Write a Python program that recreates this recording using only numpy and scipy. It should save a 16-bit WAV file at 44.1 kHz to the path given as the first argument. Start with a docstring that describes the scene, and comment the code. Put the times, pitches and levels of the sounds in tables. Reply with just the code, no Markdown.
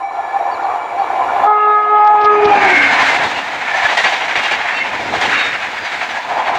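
"""Singing rails and a few bird chirps come first; then a horn drops in pitch as an express train passes close by.
Resonant noise sings in the rails; whistles, whine and horn are tones with pitch glides and blurred echoes.
Swells of roar mix coloured noise and ringing wheel modes, over a steadier bed from the rest of the train.
Flat spots hammer in runs of struck noise; brief high tones and short low thumps come during the horn and the pass."""
import sys
import numpy as np
from scipy import signal
from scipy.fft import rfft, irfft, next_fast_len
from scipy.io import wavfile
from scipy.ndimage import uniform_filter1d, minimum_filter1d

SR = 44100
rng = np.random.default_rng(int(sys.argv[2]) if len(sys.argv) > 2 else 0)


def bounce(signal):
    """Save signal as a 16-bit WAV file at the path given by the first command-line argument."""
    frames = np.transpose(np.atleast_2d(signal))
    limited = np.clip(frames, -1, 1)
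    pcm = np.round(limited * 32767).astype(np.int16)
    wavfile.write(sys.argv[1], SR, pcm)


N = 290178

SOUND_M_PER_S, SPEED_M_PER_S, TRACK_DISTANCE_M = 343, 33.5, 4.5


def from_db(db):
    """Decibels to gain."""
    return np.exp(np.asarray(db) * (np.log(10) / 20))


def rms_one(x):
    """Scale to unit power."""
    return x / np.sqrt(np.mean(np.abs(x) ** 2) + 1e-20)


def seconds():
    """Time of every sample."""
    return np.arange(N) / SR


def in_time(rows):
    """Each level column of a table, joined by straight lines over time."""
    s, *columns = np.transpose(rows)
    return [np.interp(seconds(), s, c) for c in columns]


def drift(rate_hz):
    """Slow random wander of spread 1, drawn on a coarse time grid."""
    size = 16384
    hz = np.arange(size // 2 + 1) * SR / N
    spectrum = rfft(rng.standard_normal(size))
    slow = irfft(spectrum / (1 + (hz / rate_hz) ** 2))
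    return np.interp(np.arange(N) * size / N, np.arange(size), rms_one(slow))


def noise(colour):
    """Unit-power noise with the given spectrum, falling away steeply beyond its ends."""
    size = next_fast_len(N)
    hz, db = np.transpose(colour)
    log_hz = np.log(np.maximum(np.arange(size // 2 + 1) * SR / size, 1))
    outside = np.abs(log_hz - np.clip(log_hz, np.log(hz[0]), np.log(hz[-1])))
    gain = from_db(np.interp(log_hz, np.log(hz), db)) * np.exp(-4 * outside)
    white = rfft(rng.standard_normal(size))
    return rms_one(irfft(white * gain, size)[:N])


def ringing(modes, flare_db):
    """Resonances shaken by surface roughness, each swelling on its own; unit power."""
    out = np.zeros(N)
    for hz, width_hz, db in modes:
        # two passes keep the valleys dark; the wider filter makes up for their narrowing
        b, a = signal.iirpeak(hz, hz / (1.55 * width_hz), fs=SR)
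        shaken = signal.sosfilt([[*b, *a]] * 2, rng.standard_normal(N))
        out += from_db(db + flare_db * drift(5.7)) * shaken
    return rms_one(out)


def swell(at_s, length_s):
    """A smooth rise and fall around one moment."""
    return np.exp(-2 * np.minimum(((seconds() - at_s) / length_s) ** 2, 20))


def passing(t, passes_s, heard_s):
    """Gain at times t of something that goes by and radiates sideways; 1 when abreast."""
    return 1 / (1 + ((t - passes_s) / heard_s) ** 2)


def source_time(passes_s, away_m=TRACK_DISTANCE_M):
    """When the sound now arriving left a point on the train: this gives the Doppler drop."""
    left = np.linspace(-1, N / SR + 1, num=4000)
    distance_m = np.hypot(SPEED_M_PER_S * (left - passes_s), away_m)
    # the shortest path counts as no delay
    arrives = left + (distance_m - TRACK_DISTANCE_M) / SOUND_M_PER_S
    return np.interp(seconds(), arrives, left)


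def diffuse_tone(cycles, spread_hz):
    """A tone blurred by many reflections: its strength and phase wander at random."""
    wander = drift(spread_hz) + 1j * drift(spread_hz)
    return np.real(wander * np.exp(2j * np.pi * cycles))


# Short low thumps, some during the horn, some as the train passes: (t/s, level/dB)
LOW_THUMPS = [(2.249, -34.5), (2.41, -42), (2.46, -27), (3.85, -36), (4.05, -40), (4.38, -39), (5.25, -41)]


def low_thumps():
    """Brief swells of dark noise, strongest at the bottom of the spectrum."""
    thumps = sum(from_db(db) * swell(s, 0.018) for s, db in LOW_THUMPS)
    return thumps * noise([(18, -16.5), (45, -6.5), (90, -7.5), (200, -6.5)])


# Bird chirps: (start t/s, length t/s, top f/Hz, level/dB)
BIRD_CHIRPS = [(0.276, 0.052, 4820, -53), (0.493, 0.071, 4600, -44), (0.619, 0.05, 4320, -42.5),
               (0.87, 0.067, 4870, -53), (0.97, 0.084, 4550, -46)]


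def bird():
    """Short whistles that climb gently and fall steeply, blurred by the trees."""
    out = np.zeros(N)
    for s, length_s, top_hz, db in BIRD_CHIRPS:
        along = np.clip((seconds() - s) / length_s, 0, 1)
        late = np.maximum(along - .55, 0)
        hz = top_hz * (1 - .3 * (along - .55) ** 2 - 1.1 * late ** 2)
        cycles = np.cumsum(hz) / SR
        whistle = np.sin(2 * np.pi * cycles) + 0.49 * diffuse_tone(cycles, spread_hz=80)
        breath = np.clip(14 * along ** 2 * (1 - along), 0, 1)
        out += from_db(db) * breath * whistle
    return out


HORN_ON_S, HORN_OFF_S = 1.447, 2.76
FAR_DIP_DB, FAR_DIP_S = 12, 0.044   # drop of the distant sound as the horn starts, and how long the drop takes
SINGING_ENDS_S, SINGING_FADE_DB_PER_S = 3.11, 61
# Swell of the rails singing ahead of the train: (t/s, level/dB)
SINGING_LEVEL = [(0.0, -24), (.08, -29.5), (.125, -22.5), (.26, -21), (.38, -18), (.76, -17), (.85, -20.5),
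                 (1.02, -16), (1.29, -13.5), (1.44, -11.5)]


def far_level(follows=1):
    """Gain of the sound running ahead: it surges, sinks under the horn and fades once the locomotive is by."""
    t = seconds()
    singing_db, = in_time(SINGING_LEVEL)
    dip_db = FAR_DIP_DB * np.clip((t - HORN_ON_S) / FAR_DIP_S, 0, 1)
    fade_db = SINGING_FADE_DB_PER_S * np.maximum(t - SINGING_ENDS_S, 0)
    return from_db(follows * singing_db - dip_db - fade_db)


HIGH_RING_DB, HIGH_RING_FOLLOWS = -33.5, 0.19   # level; share of the singing's swing
# Resonances of the singing rails: (f/Hz, width f/Hz, level/dB)
RAIL_RESONANCES = [(538, 19, -19.5), (708, 20, 1), (724, 9.3, -3), (793, 22, 5), (867, 157, -8.5),
                   (951, 3.1, -2.5), (1070, 17, -18.5), (1027, 41, -3.5), (1140, 110, -14.5),
                   (1384, 90, -16.5), (1689, 41, -24), (1736, 43, -13), (2354, 38, -25.5),
                   (2845, 110, -29.5), (3310, 63, -31.5)]
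# Broad colour of the distant rolling: (f/Hz, level/dB per Hz)
DISTANT_COLOUR = [(40, -42), (100, -25), (170, -46), (320, -17), (500, -12.5), (800, -4), (1200, -13.5),
                  (1550, -20.5), (2400, -23.5), (3100, -40.5), (4600, -42.5), (5100, -51.5), (7200, -44.5),
                  (8000, -54.5), (15000, -57.5)]
# Faint high ring of the rails: (f/Hz, width f/Hz, level/dB)
HIGH_RAIL_RESONANCES = [(1737, 43, -4.5), (2298, 37, 4), (3810, 30, -14), (4030, 54, -16),
                        (4640, 170, -28.5), (5660, 120, -23), (7000, 230, -26.5), (8740, 560, -35)]


def rails():
    """Wheel vibration runs far ahead along the rails and radiates in their pass bands, over a high ring."""
    singing = from_db(-0.5 + 1.8 * drift(26)) * ringing(RAIL_RESONANCES, flare_db=4.0)
    distant = from_db(-7.5) * noise(DISTANT_COLOUR)
    high_gain = from_db(HIGH_RING_DB) * far_level(HIGH_RING_FOLLOWS)
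    high_ring = high_gain * ringing(HIGH_RAIL_RESONANCES, flare_db=1.5)
    return far_level() * (singing + distant) + high_ring


MOTOR_PASSES_S, MOTOR_HZ = 2.68, 304
MOTOR_DB, MOTOR_LOUDEST_S, MOTOR_HEARD_S = -29, 2.76, 0.51


def motors(steepness=2.0):
    """The locomotive's whine, probably its motors, slides down by Doppler as it goes by."""
    level = from_db(MOTOR_DB) * passing(seconds(), MOTOR_LOUDEST_S, MOTOR_HEARD_S) ** steepness
    return level * diffuse_tone(MOTOR_HZ * source_time(MOTOR_PASSES_S), spread_hz=7)


# Brief high tones, two faint ones during the horn, then squeals as the wheels pass:
# (middle t/s, length t/s, f/Hz, level/dB)
HIGH_TONES = [(1.622, .08, 2750, -37.5), (1.73, 0.033, 3730, -43), (2.78, 0.21, 2170, -12),
              (2.655, 0.48, 2390, -25), (2.77, 0.24, 1560, -16.5), (3.38, 0.074, 2820, -30),
              (3.784, 0.16, 1760, -21), (3.855, 0.016, 1732, -10), (3.997, 0.039, 1890, -13.5),
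              (4.725, 0.11, 1824, -23.5), (4.768, 0.1, 2720, -25), (4.772, .07, 4560, -38),
              (4.819, 0.024, 2110, -15), (5.42, 0.13, 3730, -28), (6.164, 0.044, 1660, -21.5)]


def brief_high_tones(sag_per_s=.13):
    """Blurred tones that flare up and sag in pitch; the squeals come from sideways creep on the rail."""
    out = np.zeros(N)
    for s, length_s, hz, db in HIGH_TONES:
        since = seconds() - s
        cycles = hz * (since - sag_per_s * since ** 2 / 2)
        out += from_db(db) * swell(s, length_s) * diffuse_tone(cycles, spread_hz=51)
    return out


NOSE_PASSES_S, HORN_HZ = 2.645, 379.8
HORN_EDGE_DB, HORN_EDGE_FOLLOWS = -16.5, 0.65   # mean third-partial level; share of its swing the edge takes
HORN_SIDE_ON_S, HORN_BEAM_DB_PER_S = 2.63, 15   # from then on each higher partial loses this much more
# Three strong partials, swelling in turn as the reflections shift:
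# (t/s, first level/dB, second level/dB, third level/dB)
HORN_PARTIALS = [(1.51, -23.5, -10.5, -12), (1.6, -25, -22.5, -12.5), (1.69, -20.5, -17.5, -10),
                 (1.81, -27.5, -19.5, -13), (1.865, -27.5, -35.5, -15), (1.935, -20, -12, -11),
                 (2.08, -31.5, -6.5, -13), (2.17, -26, -9.5, -19), (2.27, -15.5, -17.5, -7),
                 (2.4, -11.5, -21, -22.5), (2.48, -14, -9.5, -13), (2.54, -24, -13.5, -21),
                 (2.72, -21.5, -18.5, -29)]
# The brassy edge: (multiple of the fundamental, level/dB against the third partial)
HORN_EDGE = [(4, -16), (5, -21), (6, -31), (7, -44), (8, -38.5), (9, -42.5), (10, -49), (11, -52)]
# Brief rasps on the loudest moments of the horn: (middle t/s, length t/s, level/dB)
HORN_RASPS = [(2.048, 0.0076, -40), (2.075, 0.0093, -34.5), (2.218, 0.012, -34.5), (2.251, 0.016, -29.5),
              (2.454, 0.012, -25.5)]


def horn():
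    """One air horn, slightly sharp as the valve opens; echoes keep its higher pitch a little longer."""
    t = seconds()
    age = np.maximum(t - HORN_ON_S, 0)
    settling = 0.00042 * np.exp(-age / 0.036)
    cycles = HORN_HZ * (source_time(NOSE_PASSES_S) - settling) + 0.028 * drift(9.5)
    echo_cycles = HORN_HZ * source_time(NOSE_PASSES_S + .08)   # from along the platform
    valve = np.clip(age / 0.031, 0, 1) * np.clip((HORN_OFF_S - t) / 0.017, 0, 1)

    low_db = in_time(HORN_PARTIALS)
    edge_db = HORN_EDGE_DB + HORN_EDGE_FOLLOWS * (low_db[-1] - HORN_EDGE_DB)
    partials = list(enumerate(low_db, 1))
    partials += [(round(k), edge_db + db + 2.0 * drift(2)) for k, db in HORN_EDGE]
    side_on_s = np.maximum(t - HORN_SIDE_ON_S, 0)
    out = np.zeros(N)
    for k, db in partials:
        # short waves scatter most
        echo_share = np.clip(0.072 + 0.014 * k * k + (0.23 + .2 * k) * swell(2.604, 0.36), 0, 1)
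        direct = np.sqrt(2 - 2 * echo_share ** 2) * np.sin(2 * np.pi * k * cycles)
        echo = echo_share * diffuse_tone(k * echo_cycles, spread_hz=9 + 3 * k)
        beam_db = -HORN_BEAM_DB_PER_S * (k - 1) * side_on_s   # high partials are thrown forwards
        out += from_db(db + beam_db) * (direct + echo)

    buzz = rms_one(np.maximum(np.sin(2 * np.pi * cycles), 0) ** 2)   # the rasp comes once a cycle
    rasp = buzz * noise([(2300, -4), (3000, 13.5), (3800, 4.0), (5000, 6.0), (6000, -11.0),
                         (7500, -27.0), (12000, -36.0)])
    rasp_gain = sum(from_db(db) * swell(s, length_s) for s, length_s, db in HORN_RASPS)
    return valve * out + rasp * rasp_gain


# Wheel flats striking the rail: (t/s, level/dB, brightness level/dB)
FLAT_BLOWS = [(3.02, -30, 2.5), (3.762, -32, -10), (3.84, -19.5, -6), (3.886, -17.5, -19),
              (3.968, -14.5, -0.5), (4.037, -10.5, -6.5), (4.120, -15, -8), (4.202, -18.5, -14),
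              (4.278, -17.5, -8), (4.352, -13.5, -6), (4.43, -16.5, -2.5), (4.507, -14, -7),
              (4.585, -21, -23), (5.135, -23.5, -6), (5.209, -16, -1.5), (5.249, -22.5, -1),
              (5.385, -25, -16), (6.546, -24.5, -1)]
# Colour of a blow: (f/Hz, level/dB per Hz)
IMPACT_COLOUR = [(60, -54), (250, -12.5), (470, -6), (580, -2), (780, 6.5), (1200, -1.5), (1800, -7),
                 (2300, 0.5), (3000, -7), (4200, -25), (7000, -47)]
# Resonances of a wheel, also heard in the swells of roar: (f/Hz, width f/Hz, level/dB)
WHEEL_RESONANCES = [(1570, 91, -6.5), (1713, 18, -0.5), (1891, 56, -1), (1983, 26, -0.5), (2143, 36, 0.5),
                    (2352, 23, -0.5), (2548, 14, -4.5), (2798, 32, -2), (3222, 53, -5.5), (3467, 21, -8),
                    (3794, 18, -6.5), (4240, 18, -18.5), (4560, 24, -10), (5020, 19, -18),
                    (5780, 90, -19.5), (6560, 49, -33), (6450, 110, -28.5)]
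# Colour of the cracks and of the contact hiss: (f/Hz, level/dB per Hz)
CONTACT_COLOUR = [(2200, -12), (3300, 2), (3800, 1.5), (4600, -5), (5300, -9), (7100, -12), (8200, -20),
                  (10000, -30), (12000, -37.5), (13800, -40.5), (14800, -33), (16000, -33)]


def wheel_flats(rise_s=0.0045, scuff_s=0.036, ring_t60=0.13, crack_t60=0.21, spit_t60=.12):
    """Each flat slams down with a bright crack, scuffs along the rail and leaves the wheel ringing."""
    t = seconds()
    force, crunch, spit = np.zeros(N), np.zeros(N), np.zeros(N)
    for s, db, bright_db in FLAT_BLOWS:
        blow = slice(int(s * SR), int(s * SR) + SR // 2)
        age = np.maximum(t[blow] - s, 0)
        contact = from_db(db) * np.minimum(age / rise_s, 1)
        force[blow] += contact * from_db(-60 * np.clip(age - scuff_s, 0, 1) / ring_t60)
        crunch[blow] += contact * from_db(bright_db - 60 * np.clip(age - scuff_s / 2, 0, 1) / crack_t60)
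        # the highest treble dies first
        spit[blow] += contact * from_db(bright_db - 60 * np.minimum(age, 1) / spit_t60)
    ring = from_db(-3) * noise(IMPACT_COLOUR) + from_db(-4.5) * ringing(WHEEL_RESONANCES, flare_db=1.5)
    crack = from_db(-9.5) * crunch * noise(CONTACT_COLOUR)
    crack += from_db(-34.5) * spit * noise([(7000, 10), (11000, -6), (16000, -1)])
    return force * ring + from_db(3.7 * drift(230)) * crack


def clatter(per_s=45, size_db=5.5, t60=0.31):
    """Loose gear and rough spots on the rail knock at random; strength of their ringing, unit power."""
    sizes = from_db(size_db * np.minimum(rng.exponential(1, N), 3))
    knocks = (rng.random(N) < per_s / SR) * sizes
    dying = signal.lfilter([1], [1, -from_db(-60 / (t60 * SR))], knocks + 1e-18)
    return rms_one(uniform_filter1d(dying, size=130))   # heavy parts take a few milliseconds to speak


TRAIN_ARRIVES_S, TRAIN_RISE_S = 2.7, .15   # half-way moment and time constant of the rise


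def arrived():
    """Rises from 0 to 1 as the train fills the platform."""
    return 1 / (1 + np.exp((TRAIN_ARRIVES_S - seconds()) / TRAIN_RISE_S))


# Swells of roar as wheels go by, read by the next three functions:
# (t/s, wheel ring level/dB, contact hiss level/dB, track drone level/dB, rumble level/dB)
ROAR_SWELLS = [(2.54, -26, -43, -19, -34), (2.74, -12, -27, -19.5, -28.5), (3.04, -11.5, -24.5, -20.5, -33),
               (3.25, -26, -31.5, -19.5, -33), (3.85, -18.5, -30, -22.5, -44.5),
               (4.03, -21, -28, -24, -45.5), (4.451, -19.5, -32, -36, -51.5),
               (4.75, -20.5, -37, -25.5, -46.5), (5.02, -33.5, -46, -30.5, -43.5),
               (5.23, -26.5, -29.5, -21, -27.5), (5.39, -14.5, -30, -37.5, -48),
               (5.95, -21, -33.5, -38, -45), (6.17, -34.5, -41.5, -36, -60), (6.45, -23.5, -56, -20.5, -52),
               (6.68, -19, -36, -15.5, -33)]


def wheel_ring(heard_s=0.22, mismatch=.025):
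    """Each swell rings with slightly detuned wheel modes, gliding down as it passes."""
    ring = ringing(WHEEL_RESONANCES, flare_db=5.5)
    out, power = np.zeros(N), np.zeros(N)
    for passes_s, *_ in ROAR_SWELLS:
        near = 1 / (1 + ((seconds() - passes_s) / heard_s) ** 4)
        detune = 1 + mismatch * rng.uniform(-1, 1)
        read = source_time(passes_s) * SR * detune + rng.uniform(0, N)
        out += near * np.interp(read % N, np.arange(N), ring)
        power += near ** 2
    return out / np.sqrt(power)   # evens out the overlaps


def train_level(swell_db, bed_db, far_db, heard_s, lead_s, steepness):
    """Gain of one kind of rolling noise: powers of the swells, the bed and the distant approach add up."""
    coarse = np.linspace(0, N / SR, num=2000)
    powers = []
    for (s, *_), db in zip(ROAR_SWELLS, swell_db):
        gain = from_db(db) * passing(coarse, s - lead_s, heard_s) ** steepness
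        powers.append(gain ** 2)
    near = np.interp(seconds(), coarse, sum(powers))
    bed = from_db(bed_db) * arrived()
    far = from_db(far_db) * far_level()
    return np.sqrt(near + bed ** 2 + far ** 2)


# the rest of the train, a steady bed under the swells
BED_WHEELS_DB, BED_HISS_DB, BED_TRACK_DB, BED_RUMBLE_DB = -24.5, -35.5, -29.5, -43
# carried along with the singing
FAR_WHEELS_DB, FAR_HISS_DB, FAR_TRACK_DB, FAR_RUMBLE_DB = -22, -32, -17, -30
GRIT_DB = -11   # crackle in the contact patches, against their smooth hiss
FIZZ_DB = -61   # thin top of the hiss, steady once the train is here
# Colours of the rumble, the track drone and the wheels, each: (f/Hz, level/dB per Hz)
RUMBLE_COLOUR = [(20, -17.5), (45, -18), (75, -3), (115, -2.5), (165, -2), (265, 4.5), (370, 1.5),
                 (490, 4.5), (580, 5), (900, -23)]
DRONE_COLOUR = [(250, -26), (450, -14), (590, -6.5), (700, 3.5), (850, 3.5), (1020, 1), (1150, -8),
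                (1500, -12), (2500, -36)]
WHEEL_ROAR_COLOUR = [(700, -40), (1150, -3.5), (1500, -0.5), (1730, 3.5), (2000, -1), (2200, 2),
                     (2450, -2.5), (2750, -5.5), (3050, -12), (3800, -26), (5000, -42.5)]


def rolling():
    """Sleepers drone, wheels ring and contact patches hiss and crackle, throbbing with each wheel turn."""
    _, wheel_db, hiss_db, track_db, rumble_db = np.transpose(ROAR_SWELLS)
    track_gain = train_level(track_db, BED_TRACK_DB, FAR_TRACK_DB,
                             heard_s=.15, lead_s=0.056, steepness=0.75)
    wheel_gain = train_level(wheel_db, BED_WHEELS_DB, FAR_WHEELS_DB,
                             heard_s=.17, lead_s=.005, steepness=1.024)
    hiss_gain = train_level(hiss_db, BED_HISS_DB, FAR_HISS_DB,
                            heard_s=0.2, lead_s=-.01, steepness=1.34)
    rumble_gain = train_level(rumble_db, BED_RUMBLE_DB, FAR_RUMBLE_DB,
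                              heard_s=.17, lead_s=0.013, steepness=0.74)

    turn = np.sin(2 * np.pi * 13 * seconds() + 1.2 * drift(2))   # about 13 turns a second
    throb_db = 1.3 * turn + 0.82 * drift(15)
    track = track_gain * from_db(throb_db + 1.8 * drift(22)) * noise(DRONE_COLOUR)

    roar = from_db(-3.5) * noise(WHEEL_ROAR_COLOUR)
    knocks = from_db(-8) * clatter() * noise(WHEEL_ROAR_COLOUR)
    wheels = wheel_gain * from_db(throb_db) * (roar + from_db(-9.0) * wheel_ring() + knocks)

    closeness = hiss_gain / hiss_gain.max()   # grit is heard only close by
    grit = from_db(GRIT_DB) * closeness * clatter(per_s=140, size_db=3.0, t60=.02)
    hiss = hiss_gain * from_db(throb_db) * np.hypot(.9, grit) * noise(CONTACT_COLOUR)
    rumble = rumble_gain * from_db(0.5 + 2.1 * drift(15)) * noise(RUMBLE_COLOUR)
    fizz_noise = noise([(8000, -3.5), (11000, -2.5), (13800, -6.5), (14800, 0), (16000, 0)])
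    fizz = from_db(FIZZ_DB) * arrived() * fizz_noise
    return track + wheels + hiss + fizz + rumble


def scene():
    """Everything as heard from one spot on the platform, background first."""
    background = low_thumps() + bird() + rails()
    foreground = motors() + brief_high_tones() + horn() + wheel_flats() + rolling()
    return (background + foreground)[None]


CUTOFF_HZ = 15800


def record(dry):
    """A fast limiter holds the peaks under full scale; a steep low-pass cuts the top."""
    ceiling, size = .9, 133   # size in samples, about 3 ms
    needed = ceiling / np.maximum(np.abs(dry), ceiling)
    gain = uniform_filter1d(minimum_filter1d(needed, size), size)
    # the stop band, 70 dB down, begins 700 Hz above the cutoff
    low_pass = signal.cheby2(16, 70, CUTOFF_HZ + 700, fs=SR, output="sos")
    return signal.sosfilt(low_pass, dry * gain)


dry = scene()
out = record(dry)
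bounce(out)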